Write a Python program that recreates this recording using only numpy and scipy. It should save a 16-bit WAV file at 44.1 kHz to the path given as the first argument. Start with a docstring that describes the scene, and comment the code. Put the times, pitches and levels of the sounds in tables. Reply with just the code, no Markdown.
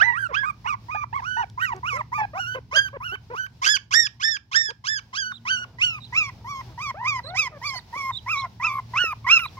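"""High, arching squeals, about three a second: a hungry puppy at its mother's legs, close to a phone.
Its vocal folds catch roughly, swoop up to a clear tone, then sag and creak as they let go.
Lower whimpers and grunts cross its cries, a chick peeps, and paws scuff the dry soil.
The backyard gives a short echo and a faint hiss; an engine drones far away."""
import sys
import numpy as np
from scipy import signal
from scipy.fft import rfft, irfft
from scipy.io import wavfile
from scipy.ndimage import uniform_filter1d, minimum_filter1d

SR = 44100
rng = np.random.default_rng(int(sys.argv[2]) if len(sys.argv) > 2 else 0)


def store_pcm(level_fs):
    """Save levels as 16-bit WAV."""
    pcm = np.round(np.clip(level_fs, -1, 1) * 32767).astype(np.int16)
    wavfile.write(sys.argv[1], SR, np.atleast_2d(pcm).T)


N = 422919
TIME = np.arange(N) / SR
TOP_HZ = 15800  # the treble stops here

# where the animals are: t/s, left minus right/dB, left microphone's lead/ms, thin nose overtones/dB
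POSITIONS = [(.5, -13.5, 0.35, -92), (2.8, -7.5, 0.21, -68), (3.9, -8.5, 0.37, -76),
             (5.9, -5.5, 0.2, -75.5), (6.3, -6.5, 0.14, -75.5), (8.5, -6.5, 0.062, -70),
             (9.5, -6.5, 0.078, -60)]
# how loud the yard is: t/s, distant drone/dB, hiss/dB
YARD_LEVELS = [(0, -46, -60), (2.3, -43, -60), (3.5, -48, -64), (4.4, -54, -68), (5.3, -52, -65),
               (6, -44, -59), (7.3, -43, -58), (7.8, -49, -57), (8.4, -45, -56)]


def squeals():
    """The puppy's vocal folds catch roughly, tighten to a clear high note, then slacken and creak. The last,
    soft cry comes from a second puppy, just as the first one's cry ends."""
    # each cry: start/s, length/s, rise/s, top pitch/Hz, closing pitch/Hz, hold (over 1 sags late), # first
    # harmonic/dB, second/dB, upper ones/dB, the sag's change to the first/dB, to the others/dB; # the last row
    # is a second puppy's soft cry
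    cries = [(-0.02, 0.2, 0.076, 2030, 1880, 0.58, -19, -39, -41, -18, -32),
             (0.326, 0.14, 0.056, 1685, 1474, 2.2, -27.5, -36, -45.5, -4, -36),
             (0.644, 0.11, 0.044, 1479.0, 1071, 0.5, -27, -38.5, -51, 5, -7),
             (0.885, 0.162, 0.044, 1246, 1165, 0.77, -23.5, -39.5, -58, -1.5, -2.5),
             (1.219, 0.22, 0.06, 1498, 1462, 1.6, -24.5, -45.5, -50.5, -7, -3.5),
             (1.576, 0.14, 0.06, 1549, 989, 1.03, -22, -37.5, -48.5, -4, -7),
             (1.831, 0.15, 0.065, 1482, 1002, 0.3, -22, -35, -50, -6.5, 1),
             (2.119, 0.099, 0.042, 1217, 1080, 1.2, -22, -37, -52, -9, -1),
             (2.347, 0.22, 0.065, 1476, 1510, 0.97, -25.5, -41.5, -48.5, -8, -4),
             (2.713, 0.18, 0.065, 1661, 1516, 1.12, -25, -29, -33.5, -11.5, -18.5),
             (3.003, 0.16, 0.06, 1477, 1535, 0.95, -27, -40.5, -54.5, -5, -1.5),
             (3.335, 0.14, 0.062, 1522, 1576, 0.9, -26, -46, -47.5, -16.5, -9),
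             (3.618, 0.16, 0.064, 1697, 1464, 2.95, -21, -24, -21, -9, -5.5),
             (3.909, 0.17, 0.048, 1862, 1650, 2.38, -25.5, -29.5, -20.5, -10, -6),
             (4.198, 0.18, 0.047, 1805, 1603, 2.5, -28.5, -34.5, -30.5, -7.5, -5),
             (4.515, 0.2, 0.054, 1834, 1607.0, 1.95, -26, -32, -25, -11.5, -11.5),
             (4.841, 0.16, 0.053, 1765, 1485, 2.16, -27, -34.5, -27.5, -10, -10.5),
             (5.13, 0.2, 0.063, 1688, 1463, 0.52, -30, -35, -30, -2.5, -19.5),
             (5.453, 0.2, 0.061, 1548, 1447, 0.65, -25, -28.5, -33, -9.5, -21.5),
             (5.785, 0.21, 0.063, 1494, 1157, 1.05, -37, -25.5, -37.5, 2.5, -24),
             (6.125, 0.18, 0.064, 1378.0, 1045.0, 0.61, -29.5, -26.0, -37.5, -4, -18.5),
             (6.445, 0.176, 0.064, 1170, 1042, 0.49, -28.5, -43.5, -50.0, -6, -4.5),
             (6.777, 0.14, 0.063, 1267.0, 1044, 0.59, -27.5, -38, -44.5, 2.5, -2.0),
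             (7.035, 0.17, 0.058, 1260, 954.0, 0.66, -24.5, -27.5, -38.5, -3, -15),
             (7.345, 0.14, 0.053, 1311, 982, 0.79, -31, -25, -31.5, 2, -14),
             (7.615, 0.18, 0.051, 1210, 978, 0.6, -29.5, -33, -41.5, -11.5, -10.5),
             (7.927, 0.19, 0.058, 1168, 1050, 0.36, -28.5, -35, -49.0, 5.0, -3.5),
             (8.262, 0.2, 0.06, 1355, 1032, 0.46, -23.5, -29, -43, -2, -15.5),
             (8.599, 0.2, 0.067, 1358, 1126, 0.23, -24, -28, -42.5, -6.5, -31),
             (8.937, 0.2, 0.07, 1476, 1163, 1.1, -19, -25.5, -37, -6, -18.5),
             (9.266, 0.14, 0.067, 1399, 1192, 1.09, -17, -16, -28.5, -25, -17.5),
             (9.386, 0.081, 0.0055, 1460.0, 1147, 1.1, -24.5, -39, -50, -1.5, -1.5)]
    # the throat's broad lowest resonance, shaping the first two harmonics: f/Hz, level/dB
    low_throat = [(850, -5.5), (1050, -3.33), (1250, -7), (1400, -7.5), (1550, 4.3), (1850, 4), (2150, 1.5),
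                  (2500, 6), (2850, 5), (3300, 1.7), (3800, -5.5)]
    # throat and mouth resonances, shaping the upper harmonics: f/Hz, level/dB
    throat = [(2500.0, -18.5), (3000.0, 1.5), (3600.0, -3), (4300.0, -8), (5000.0, 0.5), (5600.0, 0),
              (6400.0, -7), (7300.0, -13.5), (8500.0, -39), (10000.0, -27.5), (11500.0, -28.5),
              (13300.0, -32.5), (15500.0, -23)]
    # the nose's highest resonances: f/Hz, level/dB
    nose_peaks = [(8300, -25.5), (9800, 0), (12000, 6.5), (13300, -6.5), (15000, 0)]
    # tilt of the upper harmonics around 5 kHz: t/s, slope/(dB per octave)
    brightness = [(0, -18), (.7, 0), (1.3, 4.5), (2, 12.5), (2.8, 1), (3.7, 2.5), (4.3, -6.5), (5.3, -4),
                  (6.2, 2), (7.1, 0.5), (8.2, 6.5), (9.3, -2.5)]
    # the pitch falters: t/s, half length/s, share of the pitch lost
    falters = [(2.45, .022, .07), (2.788, 0.0095, 0.049), (3.1, 0.021, 0.11), (3.435, 0.018, .04),
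               (5.245, 0.021, 0.044), (5.578, 0.013, 0.047), (8.362, 0.019, 0.056), (8.705, 0.014, 0.036),
               (9.065, 0.02, 0.035)]
    # the puppy pushes harder: t/s, half length/s, boost/dB
    pushes = [(.014, 0.013, 11.5), (.348, .014, 14.5), (2.766, .011, 8), (2.789, .012, 9),
              (3.675, 0.031, 2), (3.965, 0.03, 7.5), (4.0, .012, 12), (4.28, 0.046, 7), (4.58, 0.026, 6.5),
              (5.84, 0.028, 5.5), (6.19, .025, 5), (7.398, 0.01, 5), (8.645, 0.0092, 7), (9.328, 0.014, 3),
              (9.372, 0.011, 7)]
    # the voice turns hoarse: t/s, half length/s, added roughness
    strains = [(2.78, .01, .08), (3.666, .022, .42), (3.94, .016, .1), (4.56, .014, .06)]
    catch_db, let_go_db = (-5, -17, -26), (-5.5, -9.5, -21.5)  # first, second and upper harmonics
    let_go_s, yip_s, yip_db, waver_db = .013, .009, 3.5, 1.5
    out = np.zeros((2, N))
    for start, length, rise_s, top_hz, close_hz, hold, *levels in cries:
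        first_db, second_db, upper_db, sag_db, overtone_sag_db = levels
        i, age, gate = span(start, length, fade_s=.006)
        t = i / SR
        # progress, 0 to 1, through the three parts of the cry
        rise = np.clip(age / rise_s, 0, 1)
        sag = np.clip((age - rise_s) / (length - rise_s), 0, 1)
        let_go = np.clip(1 - (length - age) / let_go_s, 0, 1)

        catch_hz = 736.1 + .16 * top_hz
        dome = 1 + .035 * max(hold - 1, 0) * (np.sin(np.pi * sag ** .8) - .7)  # a long-held top bulges
        held_hz = (top_hz + (close_hz - top_hz) * sag ** hold) * dome
        tension = np.sin(np.pi / 2 * rise) ** 2
        hz = (catch_hz + (held_hz - catch_hz) * tension) * (1 - bumps(falters, t))
        hz = uniform_filter1d(hz, size=420, mode="nearest")  # the folds cannot turn sharply
        hz += (catch_hz - hz) * .73 * np.clip(4 * let_go - 1, 0, 1)  # the voice breaks as it lets go

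        # the overtones come in after the first harmonic and leave before it
        first, second, upper = (catch * (1 - rise) ** 2 + release * let_go
                                + waver_db * flutter(len(i), 38)
                                for catch, release in zip(catch_db, let_go_db))
        yip = bumps([(length - yip_s, yip_s / 2, yip_db)], age)  # as the folds slacken
        push = bumps(pushes, t)
        first += first_db + sag_db * sag + push + yip + shape(low_throat, hz)
        second += second_db + overtone_sag_db * sag + push + yip + shape(low_throat, 2 * hz)
        upper += upper_db + overtone_sag_db * sag + .89 * push
        upper_hz = np.arange(3, 15)[:, None] * hz
        tilt = curves(brightness, t)[0] * np.log2(upper_hz / 5000)
        closing = 1 + .026 * (sag - .3)  # the mouth closes, so its resonances sink
        mouth = undb(shape(throat, upper_hz * closing) + upper + tilt) / (1 + (upper_hz / 12500) ** 12)
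        # the nose sounds most at the highest pitch, however loud the cry
        nose = undb(shape(nose_peaks, upper_hz) + curves(POSITIONS, t)[2]) * (hz / hz.max()) ** 3
        gains = np.vstack([undb(first), undb(second), np.hypot(mouth, nose)]) * gate

        # the folds rasp at both ends, and while the pitch is forced up, most in high cries
        rough = .024 + .13 * np.exp(-age / .012) + .5 * np.exp((age - length) / .009)
        octaves_per_s = np.gradient(np.log2(hz)) * SR
        rough += .011 * min(top_hz / 1750, 1) ** 3 * np.clip(octaves_per_s, 0, 14) + bumps(strains, t)
        out[:, i] += vocal_folds(i, hz, gains, rough, jitter=.005, shimmer_db=1.6)
    # keep the rasp out of the bass
    return signal.sosfilt(signal.butter(5, 740, "high", fs=SR, output="sos"), out)


def vocal_folds(i, hz, gains, rough, jitter, shimmer_db):
    """A voice at two microphones: jitter shakes its pitch, shimmer its level, roughness each cycle."""
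    # the left microphone hears the lows better, the right most of the treble: f/Hz, left minus right/dB
    balance = [(350, 9.5), (700, 10), (1200, 5.5), (1900, -4), (2600, 4), (3400, -5), (4600, -4),
               (7000, -7), (12000, 6)]
    count = len(i)
    k = np.arange(1, len(gains) + 1)[:, None]  # harmonic numbers
    harmonic_hz = k * hz
    phase = 2 * np.pi * np.cumsum(hz * (1 + jitter * flutter(count, 170))) / SR
    phase += rough * flutter(count, 750) / 2
    size = 1 + rough * flutter(count, 470)
    size = size * undb(shimmer_db * np.array([flutter(count, 110) for _ in k]))
    # leaking air frays the overtones, the high ones most
    airy = .01 + .4 * (harmonic_hz / 14000) ** 3
    size *= 1 + airy * np.array([flutter(count, 490) for _ in k])
    # a bounce off the soil ripples the upper overtones as they glide
    bounce_s = rng.uniform(.0004, .0016)
    ripple_db = np.clip(harmonic_hz / 1500 - 1, 0, 5) * (k > 2)
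    size *= undb(ripple_db * np.cos(2 * np.pi * harmonic_hz * bounce_s))
    pan_db, lead_ms, _ = curves(POSITIONS, i / SR)
    ratio = undb(pan_db + shape(balance, harmonic_hz))
    right = gains * size * (harmonic_hz < TOP_HZ) * 2 / np.sqrt(1 + ratio ** 2)
    left = right * ratio
    # the head bobs, so the left microphone's lead wanders a little
    lead = 2 * np.pi * hz * (lead_ms + .02 * flutter(count, 8)) / 1000
    return np.array([(left * np.sin(k * (phase + lead))).sum(0), (right * np.sin(k * phase)).sum(0)])


def whimpers():
    """The litter's softer cries bend once in pitch, through a nearly closed muzzle; low ones rasp more."""
    # each call: start/s, length/s, opening pitch/Hz, middle pitch/Hz, closing pitch/Hz, level/dB, swell/dB
    calls = [ (.01, 0.12, 597, 930, 888, -30, 10), (0.132, 0.057, 1008, 1183, 1567, -28.5, 8),
             (.185, .088, 1590, 1560, 1324, -26.5, 4), (.29, .037, 622, 555, 433, -39, 5),
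             (0.433, 0.08, 1000, 1230, 1135, -25.5, 1), (0.657, 0.086, 829, 1200, 971, -26.5, -1),
             (0.948, 0.023, 705, 880, 765, -25.5, -4), (1.129, 0.077, 840, 1123, 816, -26.5, -1),
             (1.368, 0.077, 867, 950, 738, -24.5, -2.5), (1.609, 0.047, 1846, 1900, 1913, -28, 10),
             (1.718, 0.02, 1014, 950, 840, -24, 0), (1.742, 0.052, 366, 379, 372, -45, -5),
             (1.93, 0.092, 476, 582, 630, -41.5, -6.5), (1.959, 0.06, 1367, 1276, 885, -31, 16.5),
             (2.18, 0.075, 884, 862, 802, -23.5, -2.5), (2.335, 0.065, 567, 750, 770, -34, 5),
             (2.549, 0.043, 478, 521, 462, -33.5, -4), (2.729, 0.047, 493, 647, 540, -33, 6),
             (2.93, 0.043, 495, 576, 457, -39, 8), (3.121, 0.033, 354, 401, 410, -45.5, -4),
             (3.301, 0.051, 422, 502, 408, -39.5, 2), (3.652, 0.027, 344, 365, 328, -45.5, 19),
             (4.688, .034, 397, 463, 495, -45, -1), (6.662, 0.073, 388, 350, 290, -57.5, 2),
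             (6.944, 0.13, 547, 930, 1044, -34.5, 14), (7.242, 0.12, 502, 685, 773, -39.5, 9),
             (7.518, 0.062, 640, 590, 550, -45, 5), (7.734, 0.03, 866, 794, 647, -42.5, 1),
             (8.436, 0.036, 733, 718, 685, -43, 5), (8.642, 0.16, 912, 1077, 1028, -32.5, 9.5),
             (8.958, 0.12, 1095, 1790, 1790, -36, -12), (9.245, 0.025, 1080, 1100, 1130, -33.5, 0),
             (9.277, 0.091, 1276, 1565, 1440, -37, -3), (9.57, 0.022, 1100, 1046, 1090, -39.5, 4)]
    # the muzzle's resonance: f/Hz, level/dB
    muzzle = [(400, 11), (1000, 8), (2400, -7), (3200, -24.5), (4200, -32), (7000, -37.5)]
    out = np.zeros((2, N))
    for start, length, open_hz, middle_hz, close_hz, level_db, swell_db in calls:
        i, age, gate = span(start, length, fade_s=.006)
        along = 2 * age / length - 1  # -1 at the start, 1 at the end
        hz = np.polyval(np.polyfit([-1, 0, 1], [open_hz, middle_hz, close_hz], 2), along)
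        db = level_db + swell_db * along / 2 - 2.5 * along ** 2
        muzzle_db = shape(muzzle, np.arange(1, 8)[:, None] * hz)
        gains = undb(db + muzzle_db - muzzle_db[0]) * gate
        out[:, i] += vocal_folds(i, hz, gains, rough=50 / hz, jitter=9 / hz, shimmer_db=2.86)
    return out


def chick():
    """A chick peeps in a warbling whistle, nearly a pure tone."""
    # each peep: start/s, length/s, pitch/Hz, level/dB
    peeps = [(5.316, 0.07, 3760, -46), (6.006, 0.072, 3890, -45), (7.234, 0.08, 4140, -40.5),
             (7.657, 0.048, 4720, -30.5), (7.745, 0.057, 4500, -35.5), (8.121, .074, 3720, -33),
             (8.361, 0.063, 3970, -35.5), (9.434, 0.055, 3920, -41)]
    # a peep dips, flicks up and drops: share of its length, pitch ratio, level/dB
    warble = [(0, 1.01, -8.5), (.43, .95, 3), (.72, 1.07, 0), (1, .8, -9)]
    out = np.zeros((2, N))
    for start, length, pitch_hz, level_db in peeps:
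        i, age, gate = span(start, length, fade_s=.0067)
        ratio, db = curves(warble, age / length)
        hz = uniform_filter1d(pitch_hz * ratio, size=400)
        gains = undb([db, db - 29]) * undb(level_db) * gate
        out[:, i] += vocal_folds(i, hz, gains, rough=.079, jitter=.0094, shimmer_db=3)
    return out


def paws():
    """Paws knock, bodies rub over the soil, and dry grit crackles in bursts underfoot."""
    # paws landing and twigs ticking: t/s, peak level/dB, rough pitch/Hz, decay/s
    steps = [(1.499, -40.5, 6050, 0.0011), (1.764, -39, 6000, 0.00089), (6.05, -39, 5030, 0.0009),
             (7.96, -34.5, 456, 0.0031), (9.04, -26, 497, 0.0015)]
    # bodies shuffling: t/s, half length/s, level/dB
    shuffles = [(5.68, .14, -58), (6.5, .25, -61), (7.45, .3, -57.5)]
    grains_per_s = 300
    out = np.zeros((2, N))
    for start, db, hz, decay_s in steps:
        envelope = np.exp(-np.abs(TIME - start) / decay_s) * (TIME >= start)
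        knock = band(rng.standard_normal(N) * envelope, hz / 2, hz * 1.13)
        out += undb(db) * knock / np.abs(knock).max()
    rub = bumps([(t, width, undb(db)) for t, width, db in shuffles], TIME)
    out += rub * unit(band(rng.standard_normal(N), 300, 1000) * undb(3 * flutter(N, 25)))
    hits = rng.random(N) < grains_per_s / SR
    grains = hits * undb(np.minimum(4 * rng.exponential(size=N), 10) + 5.2 * flutter(N, 2.2))
    crumble = rng.standard_normal((2, 200)) * np.exp(-np.arange(200) / 40)  # the sound of one grain
    grit = band(signal.fftconvolve(grains[None], crumble, axes=1)[:, :N], 900, 6500)
    _, hiss_db = curves(YARD_LEVELS, TIME)
    return out + undb(hiss_db - 22.5) * unit(grit)


def echo(x, wet_db):
    """Walls and leaves throw the sound back as a short, thin tail."""
    fade_s = .22  # time to fall by 60 dB
    t = TIME[:SR // 2]
    tail = band(rng.standard_normal((2, len(t))), 990, 5900) * undb(-60 * t / fade_s) * (t > .003)
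    tail *= undb(wet_db) / np.sqrt((tail ** 2).sum(1, keepdims=True))
    return signal.fftconvolve(x, tail, axes=1)[:, :N]


def engine_and_hiss():
    """A distant engine hums and rumbles unsteadily under the faint hiss of the yard."""
    # the tone colour of the outdoor noise: f/Hz, level/dB
    air_colour = [(15, -48.5), (25, -4.5), (120, 8.5), (293, -10), (451, -13), (531, -18.5), (962, -21),
                  (1230, -33.5), (2840, -32), (5430, -31.5), (8140, -50.5), (11600, -49.5), (16000, -46)]
    # the engine's second harmonic swells once: t/s, half length/s, boost/dB
    swell = [(5.4, .35, 15.5)]
    engine_hz = 113.7
    drone_db, hiss_db = curves(YARD_LEVELS, TIME)
    mid, side = (colour(rng.standard_normal(N), air_colour) for _ in range(2))
    side = colour(side, [(120, -16.5), (500, -6.5), (1500, -.5)])  # the treble spreads wider
    air = np.array([mid + side, mid - side])
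    rumble = colour(air, [(25, -29), (55, 2.5), (300, -2.5), (900, -33)])
    phase = 2 * np.pi * np.cumsum(engine_hz * (1 + .0242 * flutter(N, 2.09))) / SR
    hum = np.sin(phase) + undb(-17 + bumps(swell, TIME)) * np.sin(2 * phase)
    hum *= undb(2.5 * flutter(N, 6))
    drone = undb(-3.5) * unit(rumble) + undb(-2) * hum
    hiss = unit(colour(air, [(150, -36), (900, -5)]))
    return drone * undb(drone_db) + hiss * undb(hiss_db + 2.8 * flutter(N, 5))


def undb(db):
    """Turn decibels into a gain."""
    return 10 ** (np.asarray(db) / 20)


def unit(x):
    """Scale to an average (rms) level of 1."""
    return x / np.sqrt(np.mean(x ** 2))


def curves(rows, t):
    """Read a table's columns at times t."""
    times, *columns = np.transpose(rows)
    return [np.interp(t, times, column) for column in columns]


def bumps(rows, t):
    """Add up bell-shaped swells from rows of t/s, half length/s, size."""
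    return sum(size * np.exp(-((t - centre) / width) ** 2) for centre, width, size in rows)


def shape(points, hz):
    """Read a curve of f/Hz, level/dB points at the given frequencies."""
    f, db = np.transpose(points)
    return np.interp(np.log(hz + 1), np.log(f), db)


def colour(x, points):
    """Filter by a curve of f/Hz, level/dB points."""
    return irfft(rfft(x) * undb(shape(points, np.fft.rfftfreq(N, 1 / SR))), N)


def band(x, lo_hz, hi_hz):
    """Keep what lies between two frequencies."""
    return signal.sosfilt(signal.butter(2, [lo_hz, hi_hz], "band", fs=SR, output="sos"), x)


def flutter(count, hz):
    """A smooth random wobble of typical size 1, up to about hz."""
    f = np.fft.rfftfreq(count, 1 / SR)
    return unit(irfft(rfft(rng.standard_normal(count)) / (1 + (f / hz) ** 4), count))


def span(start, length, fade_s):
    """A call's sample numbers, the time since its start, and a gate that fades it in and out."""
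    i = np.arange(max(int((start - fade_s / 2) * SR), 0), min(int((start + length + fade_s / 2) * SR), N))
    age = i / SR - start
    gate = np.sin(np.pi / 2 * np.clip(np.minimum(age, length - age) / fade_s + .5, 0, 1)) ** 2
    return i, np.clip(age, 0, length), gate


def scene():
    """The animals near the phone, their echo and the background."""
    near = squeals() + whimpers() + chick() + paws()
    return near + echo(near, wet_db=-24.5) + engine_and_hiss()


def record(dry):
    """The phone eases down any peak over its ceiling and cuts the highest treble."""
    ceiling = .92
    needed_gain = ceiling / np.maximum(np.abs(dry).max(0), ceiling)
    gain = uniform_filter1d(minimum_filter1d(needed_gain, size=600), size=600)
    return signal.sosfilt(signal.ellip(8, .2, 70, TOP_HZ, fs=SR, output="sos"), dry * gain)


dry = scene()
out = record(dry)
store_pcm(out)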